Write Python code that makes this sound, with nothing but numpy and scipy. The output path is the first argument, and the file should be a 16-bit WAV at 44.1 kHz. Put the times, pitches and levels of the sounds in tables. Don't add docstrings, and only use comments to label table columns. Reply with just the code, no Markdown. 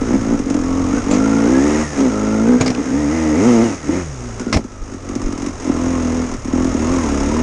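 import sys
import numpy as np
from scipy import signal
from scipy.fft import rfft, irfft, next_fast_len
from scipy.io import wavfile
from scipy.ndimage import uniform_filter1d

SR = 44100
rng = np.random.default_rng(int(sys.argv[2]) if len(sys.argv) > 2 else 0)


def to_wav(sig):
    pcm = np.clip(np.atleast_2d(sig), -1, 1) * 32767
    pcm = np.round(pcm).astype(np.int16)
    wavfile.write(sys.argv[1], SR, pcm.T)


def makeup_ratio(level_db):
    decades = np.asarray(level_db, float) / 20
    return 10 ** decades


N = 327222
T = np.arange(N) / SR

# start_s, level_db
WIND_LEVEL = [(0.0, -28), (1.18, -31), (1.34, -55), (3.08, -48), (3.43, -52), (3.89, -36.5), (4.63, -41),
              (5.25, -32), (6.2, -40), (6.38, -29.5), (7.42, -30.5)]
# start_s, peak_db, pitch_hz
LOW_THUMPS = [
    (4.564, -10, 63),
    (4.826, -18, 29.7),
    (5.258, -12.5, 27.97),
]
# start_s, peak_db, length_s, ring_hz, thud_db
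TWIG_HITS = [(1.111, -16, 0.013, 7100, -12), (1.135, -20, 0.029, 6500, -31), (2.004, -24, 0.016, 5900, -26),
             (2.6026, -25.5, 0.033, 5400, -22), (2.609, -10.5, 0.0087, 6600, -8),
             (2.66, -14, 0.013, 5070, -17), (2.678, -15, 0.0055, 5400, -26),
             (2.7022, -15, 0.005, 5590, -15.5), (2.714, -29, 0.0065, 5200, -16),
             (2.7485, -13, 0.0024, 2520, -40), (4.527, -7.5, 0.015, 5320, -17),
             (4.543, -29, 0.0044, 5040, -9), (4.55, -35, 0.028, 6500, -20),
             (4.562, -23.5, 0.012, 5370, -11), (4.57, -9.5, 0.0024, 2055, -22)]
# pitch_hz, level_db (per Hz)
TWIG_TONE = [(350, -29), (600, -5), (861, -24.5), (1060, -5.5), (1150, -7), (1640, -11.5), (2270, -5),
             (3140, -16.5), (5770, -16.5), (9030, -23), (11700, -56), (15200, -85), (22000, -120)]

# time_s, turns_per_s
GRIP_SPEED = [(0.0, 50), (.47, 42), (1.1, 47.8), (1.21, 54.3), (1.43, 55.8), (1.67, 72.6), (1.82, 77.4),
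              (2.12, 52.2), (2.43, 55.0), (2.64, 64), (3.33, 75.2), (3.84, 68), (4.36, 59), (5.0, 45),
              (5.65, 40), (6.4, 41.5), (7.23, 34.2), (7.42, 41.7)]
# peak_s, extra_turns_per_s, rise_s, fall_s
WHEEL_FLARES = [(.16, 22, 0.14, .08), (.33, 16, .15, 0.13), (0.977, 16.5, 0.081, 0.061),
                (1.51, 3.5, 0.057, 0.077), (1.641, 2.0, 0.049, .1), (2.03, 8.5, 0.067, 0.088),
                (2.49, 3.5, 0.051, .13), (2.73, -8, 0.044, 0.044), (2.81, 13, 0.03, 0.064),
                (2.889, -7.5, 0.034, 0.073), (2.999, 6, 0.068, 0.055), (3.148, 10, 0.084, .18),
                (3.48, 54, .135, 0.12), (3.63, 50, .14, 0.24), (3.97, 29, .12, 0.19),
                (5.4, 5.5, 0.41, 0.22), (5.881, 3, .18, .2), (6.22, 1.0, 0.11, 0.096),
                (6.68, 6.5, 0.23, .08), (6.945, 8.5, .14, 0.14)]
# open_s, shut_s, opening_pipe_db, shutting_pipe_db
THROTTLE_TWISTS = [(0.0, 0.078, -17, -26), (0.112, 0.152, -12, -9.5), (0.227, 0.334, -21, -10.5),
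                   (.37, .43, -24, -24), (0.476, .97, -19, -16.5), (1.083, 1.593, -12.5, -11.5),
                   (1.6, 1.808, -14, -15), (2.015, 2.075, -11, -13.5), (2.1, 2.462, -18.5, -12.5),
                   (2.479, 2.55, -9.5, -10.5), (2.586, 2.692, -18, -15.5), (2.78, 2.797, -13, -14.5),
                   (2.837, 2.95, -25, -13.5), (2.95, 3.38, -17, -13), (3.387, 3.467, -14, -7.5),
                   (3.47, 3.622, -10, -7.5), (3.654, 3.744, -12, -28.5), (3.905, 3.989, -17.5, -19),
                   (4.222, 4.38, -32.5, -39), (4.391, 4.582, -31, -22.5), (4.86, 4.957, -39.5, -32),
                   (5.067, 5.483, -28, -27), (5.644, 5.68, -26.5, -16), (5.7, 6.236, -18.5, -19.5),
                   (6.27, 6.332, -27, -27.5), (6.537, 6.687, -15.5, -18), (6.709, 6.98, -20.5, -17.5),
                   (7.022, 7.404, -21, -17.5)]
# start_s, end_s, unevenness (0-1), intake_gulp (share of the firing), whine_db (over hiss)
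STEADY_RUNNING = [(0.066, 0.37, 0.15, 0.02, 0), (0.624, .9, 0.07, 0.4, 8.5), (.9, 1.107, 0.17, 0.25, 4),
                  (1.115, 1.36, 0.02, 0.11, 7.5), (1.33, 1.945, 0.04, 0.064, 5),
                  (1.997, 2.08, 0.15, 0.29, -29), (2.088, 2.463, 0.04, .5, 6), (2.49, 2.575, 0.1, 0.24, 8),
                  (2.606, 2.727, 0.08, .1, 2), (2.926, 3.7, 0.02, 0.066, 5), (3.873, 4.02, 0.12, 0.36, -14),
                  (4.011, 4.379, 0.04, 0.57, -6), (5.72, 6.266, 0.06, 0.45, 5.5),
                  (6.533, 6.721, 0.01, 0.26, 4), (6.765, 7.426, 0.06, 0.6, 8.5)]
# start_s, pipe_peak_db, spit_db (hiss)
LATE_BANGS = [(0.215, -10, -43), (0.396, -7, -31), (0.463, -5.5, -41), (0.505, -5.5, -29),
              (0.547, -2.5, -31), (0.641, -27, -39), (0.934, -4.5, -50), (1.067, -17, -68),
              (1.993, -3, -60), (2.861, -21, -40), (3.889, -4, -67.5), (4.401, -12, -30.5),
              (4.466, -9, -86), (4.646, -13.5, -45), (4.942, -16.5, -39), (5.094, -17, -33.5),
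              (5.158, -9, -33), (5.222, -13, -35), (5.286, -13.5, -72), (5.329, -14, -32),
              (5.382, -21, -33), (5.425, -11, -34), (5.467, -14, -30), (5.695, 0.5, -55), (6.344, -14, -34),
              (6.452, -10, -33), (6.48, -12, -67), (6.532, -6, -52), (6.65, -14, -33), (6.746, -7, -65)]

# pitch_hz, width_hz, level_db
PIPE_RINGS = [(261.6, 85, 4), (162, 99, -8)]
# time_s, pitch_factor (ratio), upper_ring_hz, upper_ring_db
GAS_HEAT = [(0.0, 1.02, 454, -1.5), (.15, 0.885, 300, -5), (.55, 1.095, 466, -12.5), (1.1, 1.005, 444, -9),
            (1.42, 0.988, 504, -5), (1.5, 1.044, 319, -2), (1.8, 0.98, 380, -5.5), (2.42, 0.95, 388, -7.5),
            (2.5, .97, 428, -3), (3.25, 1.113, 470, -14), (3.42, 1.007, 406, -2.5), (3.9, 1.087, 334, -7.5),
            (4.12, 0.885, 380, -3), (5.6, 1.0, 324, -2.5), (5.76, 1.078, 373, -14.5),
            (6.25, 0.956, 403, -6), (6.5, 0.984, 342.6, -7), (7.42, .95, 350, -5)]
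# pitch_hz, width_hz, level_db
AIRBOX_RINGS = [(512.7, 87, -12), (662, 126, -20.5), (884, 160, -23.5), (1325, 100, -29),
                (2082, 170, -31.5)]
# pitch_hz, level_db
FRAME_ONE_A_TURN = [(40, -32), (55, -32), (77, -27), (95, -25), (120, -26.5)]
# pitch_hz, level_db
FRAME_TWO_A_TURN = [(70, -22), (84, -23.5), (105, -29.5), (125, -27.5), (150, -25), (240, -51)]
# time_s, level_db
GROUND_RUSH = [(0.0, -39), (.43, -41), (.9, -37.5), (1.4, -37), (1.75, -35), (2.1, -37.5), (2.8, -40.5),
               (3.3, -39.5), (3.6, -41.5), (3.75, -42), (4.4, -40.5), (4.6, -46.5), (5.0, -43.5),
               (5.8, -37), (6.25, -37), (6.45, -39.5), (7.0, -33), (7.42, -34)]
# pitch_hz, level_db (per Hz)
HISS_TONE = [(1650, -5), (2800, -6.5), (3180, -13.5), (3820, -10.5), (4180, -15), (5220, -2.5), (6630, 1),
             (7520, -10), (8280, -10.5), (9500, -17.5), (10900, -27.5), (11700, -37.5), (15200, -65),
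             (22000, -120)]
# pitch_hz, level_db (per Hz)
CLATTER_TONE = [(120, -20), (250, -15), (400, -14), (600, -18), (830, -22), (1150, -22), (1310, -19.5),
                (1500, -28), (2060, -28.5), (2600, -34.5), (4200, -43), (6000, -87)]

OPEN_DB_PER_S, SHUT_DB_PER_S, COAST_DB = 248, 320, -40
STUMBLE_UNEVEN, STUMBLE_GULP, STUMBLE_WHINE_DB = 0.28, 0.12, 2.5
STUMBLE_HUM_DB = -9
STUMBLE_CLATTER_DB, CLEAN_CLATTER_DB = 1.14, -0.5
CLEAN_OUTFLOW_DB, CLEAN_AIRBOX_DB = -9, -3 + 6
TEETH = 25.2


def evened(x):
    return x / np.sqrt(np.mean(x ** 2) + 1e-20)


def columns(rows):
    times, *cols = np.transpose(rows)
    return [np.interp(T, times, col) for col in cols]


def coloured(tone, shape=1):
    hz, level_db = np.transpose(tone)
    size = next_fast_len(N)
    bins_hz = np.fft.rfftfreq(size, 1 / SR)
    gain = evened(makeup_ratio(np.interp(np.log(bins_hz + 1), np.log(hz + 1), level_db)))
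    return irfft(rfft(shape * rng.standard_normal(N), size) * gain, size)[:N]


def resonate(x, hz, width):
    turn = np.exp(2j * np.pi * np.cumsum(hz * np.ones(len(x))) / SR)
    r = np.exp(-np.pi * width / SR)
    smooth = signal.lfilter([(1 - r) ** 2], [1, -2 * r, r * r], x / turn)
    return 2 * (turn * smooth).real


def ring_bank(x, rings, pitch=1):
    total = np.zeros(N)
    for k, (hz, width, db) in enumerate(rings):
        total += (-1) ** k * makeup_ratio(db) * resonate(x, hz * pitch, width)
    return total


def ringing_noise(hz, width):
    return evened(resonate(rng.standard_normal(N), hz, width))


def fading(clicks, seconds):
    return signal.lfilter([1], [1, -np.exp(-1 / (seconds * SR))], clicks)


def spikes(times, sizes):
    at = np.clip(np.round(times * SR).astype(int), 0, N - 1)
    return np.bincount(at, sizes, N)


def wind():
    tone = [(8, -14), (18, 19.5), (35, 19.0), (60, 10.0), (120, 13.5), (300, -40)]
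    rumble = makeup_ratio(columns(WIND_LEVEL)[0]) * coloured(tone)
    for s, db, hz in LOW_THUMPS:
        u = (T - s) * hz
        rumble -= makeup_ratio(db) * np.sin(2 * np.pi * u) * np.exp(-4.0 * u ** 2)
    return rumble


def twigs():
    shape, thud, ring = np.zeros((3, N))
    t = np.arange(3000) / SR
    for s, db, length, hz, thud_db in TWIG_HITS:
        at = round(s * SR)
        hit = slice(at, at + len(t))
        fall = np.exp(-t / max(length, 0.002)) * (1 - np.exp(-t / 0.0002))
        shape[hit] += makeup_ratio(db) * fall
        thud[hit] += makeup_ratio(thud_db) * fall
        ring[hit] += makeup_ratio(db) * resonate(fall * rng.standard_normal(len(t)), hz, 940)
    snaps = 0.58 + 0.17 * fading(rng.random(N) < 400 / SR, 0.0028)
    shell = coloured([(30, -34), (60, 8.5), (300, 4), (800, -1), (1600, -30.5)])
    knock = 0.64 * coloured(TWIG_TONE, shape * snaps) + 2.3 * ring + thud * shell
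    return signal.lfilter(*signal.butter(3, 8200, fs=SR), knock)


def revs():
    speed = columns(GRIP_SPEED)[0]
    for s, extra, rise, fall in WHEEL_FLARES:
        speed = speed + np.interp(T, [s - rise, s, s + fall], [0, extra, 0])
    return uniform_filter1d(speed, size=round(0.03 * SR), mode="nearest")


def throttle():
    level_db = np.full(N, float(COAST_DB))
    for start, end, first_db, last_db in THROTTLE_TWISTS:
        held_db = np.interp(T, [start, end], [first_db, last_db])
        ramps_db = OPEN_DB_PER_S * np.maximum(start - T, 0) + SHUT_DB_PER_S * np.maximum(T - end, 0)
        level_db = np.maximum(level_db, held_db - ramps_db)
    return level_db


def running():
    state = np.outer([STUMBLE_UNEVEN, STUMBLE_GULP, STUMBLE_WHINE_DB], np.ones(N))
    for start, end, *values in STEADY_RUNNING:
        state[:, (T >= start) & (T <= end)] = np.c_[values]
    return uniform_filter1d(state, size=round(0.066 * SR), axis=1, mode="nearest")


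def crank(speed):
    turns = np.cumsum(speed) / SR
    s = np.transpose(LATE_BANGS)[0]
    slip = np.unwrap(-np.interp(s, T, turns) % 1, period=1)
    slip_before = np.r_[slip[0], slip[:-1]]
    lead = np.minimum(np.diff(s, prepend=0) * 0.99, 0.12)
    times = np.ravel([s - lead, s], "F")
    return turns + np.interp(T, times, np.ravel([slip_before, slip], "F"))


def frame_hum(turns, speed, pipe_db, clean):
    shake_db = STUMBLE_HUM_DB * (1 - clean)
    first_db = shake_db + 0.12 * (pipe_db + 15.5) + np.interp(speed, *np.transpose(FRAME_ONE_A_TURN))
    second_db = shake_db + 0.062 * (pipe_db + 0.5) + np.interp(2 * speed, *np.transpose(FRAME_TWO_A_TURN))
    first = makeup_ratio(first_db) * np.cos(2 * np.pi * turns)
    second = makeup_ratio(second_db - 1.5) * np.cos(4 * np.pi * (turns - 0.28))
    return np.sqrt(2) * (first + second)


def moving_parts(fire_s, strength, speed, pipe_db, clean, whine_db):
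    bang_s, _, spit_db = np.transpose(LATE_BANGS)
    puff = uniform_filter1d(fading(spikes(fire_s - 0.005, strength), 0.011), size=60)
    spit = uniform_filter1d(fading(spikes(bang_s - 0.005, makeup_ratio(spit_db)), 0.0062), size=60)
    pulse = 0.5 + puff
    fast_db = 5 * np.log2(np.maximum(speed / 70, 1))
    hiss_db = columns(GROUND_RUSH)[0] + 0.13 * (pipe_db + 23.0) + fast_db
    hiss = coloured(HISS_TONE, makeup_ratio(hiss_db) * pulse + 0.9 * spit)
    fins = makeup_ratio(hiss_db - 10.0) * pulse * ringing_noise(6605, 200)

    clatter_db = STUMBLE_CLATTER_DB + (CLEAN_CLATTER_DB - STUMBLE_CLATTER_DB) * clean
    clatter_db = hiss_db + 0.15 * (pipe_db + 23.0) + clatter_db + 5.5
    clatter = coloured(CLATTER_TONE, makeup_ratio(clatter_db) * (1.03 + 0.5 * puff) + 0.3 * spit)

    gear_hz = TEETH * speed
    cover_db = -13 * abs(np.log2(gear_hz / 1350))
    whine = makeup_ratio(hiss_db + whine_db + cover_db - 4.5) * pulse * ringing_noise(gear_hz, 80)

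    rasp_db = hiss_db + 0.5 - 24 * abs(np.log2(speed / 86.3)) + 0.3 * (pipe_db + 13.5)
    rasp = makeup_ratio(rasp_db) * pulse * ringing_noise(1990, 690)
    return hiss + fins + clatter + whine + rasp


def exhaust_pipe(drive, outflow):
    pitch, upper_hz, upper_db = columns(GAS_HEAT)
    swelled = 0.45 * drive + 0.7 * np.r_[np.zeros(165), drive[:-165]]
    upper = makeup_ratio(upper_db) * resonate(drive + outflow, upper_hz, 116)
    return ring_bank(swelled + outflow, PIPE_RINGS, pitch) - upper


def airbox(drive, bangs, outflow, speed, clean):
    breath = drive - 0.4 * bangs + 1.2 * outflow
    level_db = CLEAN_AIRBOX_DB * clean + np.log2(speed / 55)
    return makeup_ratio(level_db) * ring_bank(breath, AIRBOX_RINGS)


def engine():
    speed, pipe_db = revs(), throttle()
    uneven, gulp, whine_db = running()
    clean = np.clip(1 - uneven / STUMBLE_UNEVEN, 0, 1)
    turns = crank(speed)
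    fire = np.flatnonzero(np.diff(np.floor(turns)) > 0)
    luck = rng.standard_normal((len(fire), 2))
    strength = makeup_ratio(uneven[fire] * (9 * luck[:, 0] - 4))
    when = T[fire] + 0.002 * uneven[fire] * luck[:, 1]
    size = strength * makeup_ratio(pipe_db[fire]) * np.sqrt(55 / speed[fire])
    gulps = spikes(when + 0.49 / speed[fire], gulp[fire] * size)
    firings = spikes(when, size) + gulps
    bang_s, bang_db, _ = np.transpose(LATE_BANGS)
    bangs = makeup_ratio(34.0) * spikes(bang_s, makeup_ratio(bang_db))
    drive = makeup_ratio(47.5) * firings + bangs
    outflow = makeup_ratio(9 + CLEAN_OUTFLOW_DB * clean) * fading(firings, 0.006) * rng.standard_normal(N)
    hum = frame_hum(turns, speed, pipe_db, clean)
    noises = moving_parts(T[fire], strength, speed, pipe_db, clean, whine_db)
    box = airbox(drive, bangs, outflow, speed, clean)
    return hum + noises + box + exhaust_pipe(drive, outflow)


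def scene():
    return (wind() + twigs() + engine())[None]


def band_limit(x):
    return signal.sosfilt(signal.butter(12, 11870, fs=SR, output="sos"), x)


def record(dry):
    soft = 0.92 * np.tanh(dry / 0.81)
    band = signal.oaconvolve(soft, signal.firwin(127, 11600, fs=SR)[None], "same")
    return band_limit(band)


dry = scene()
out = record(dry)
to_wav(out)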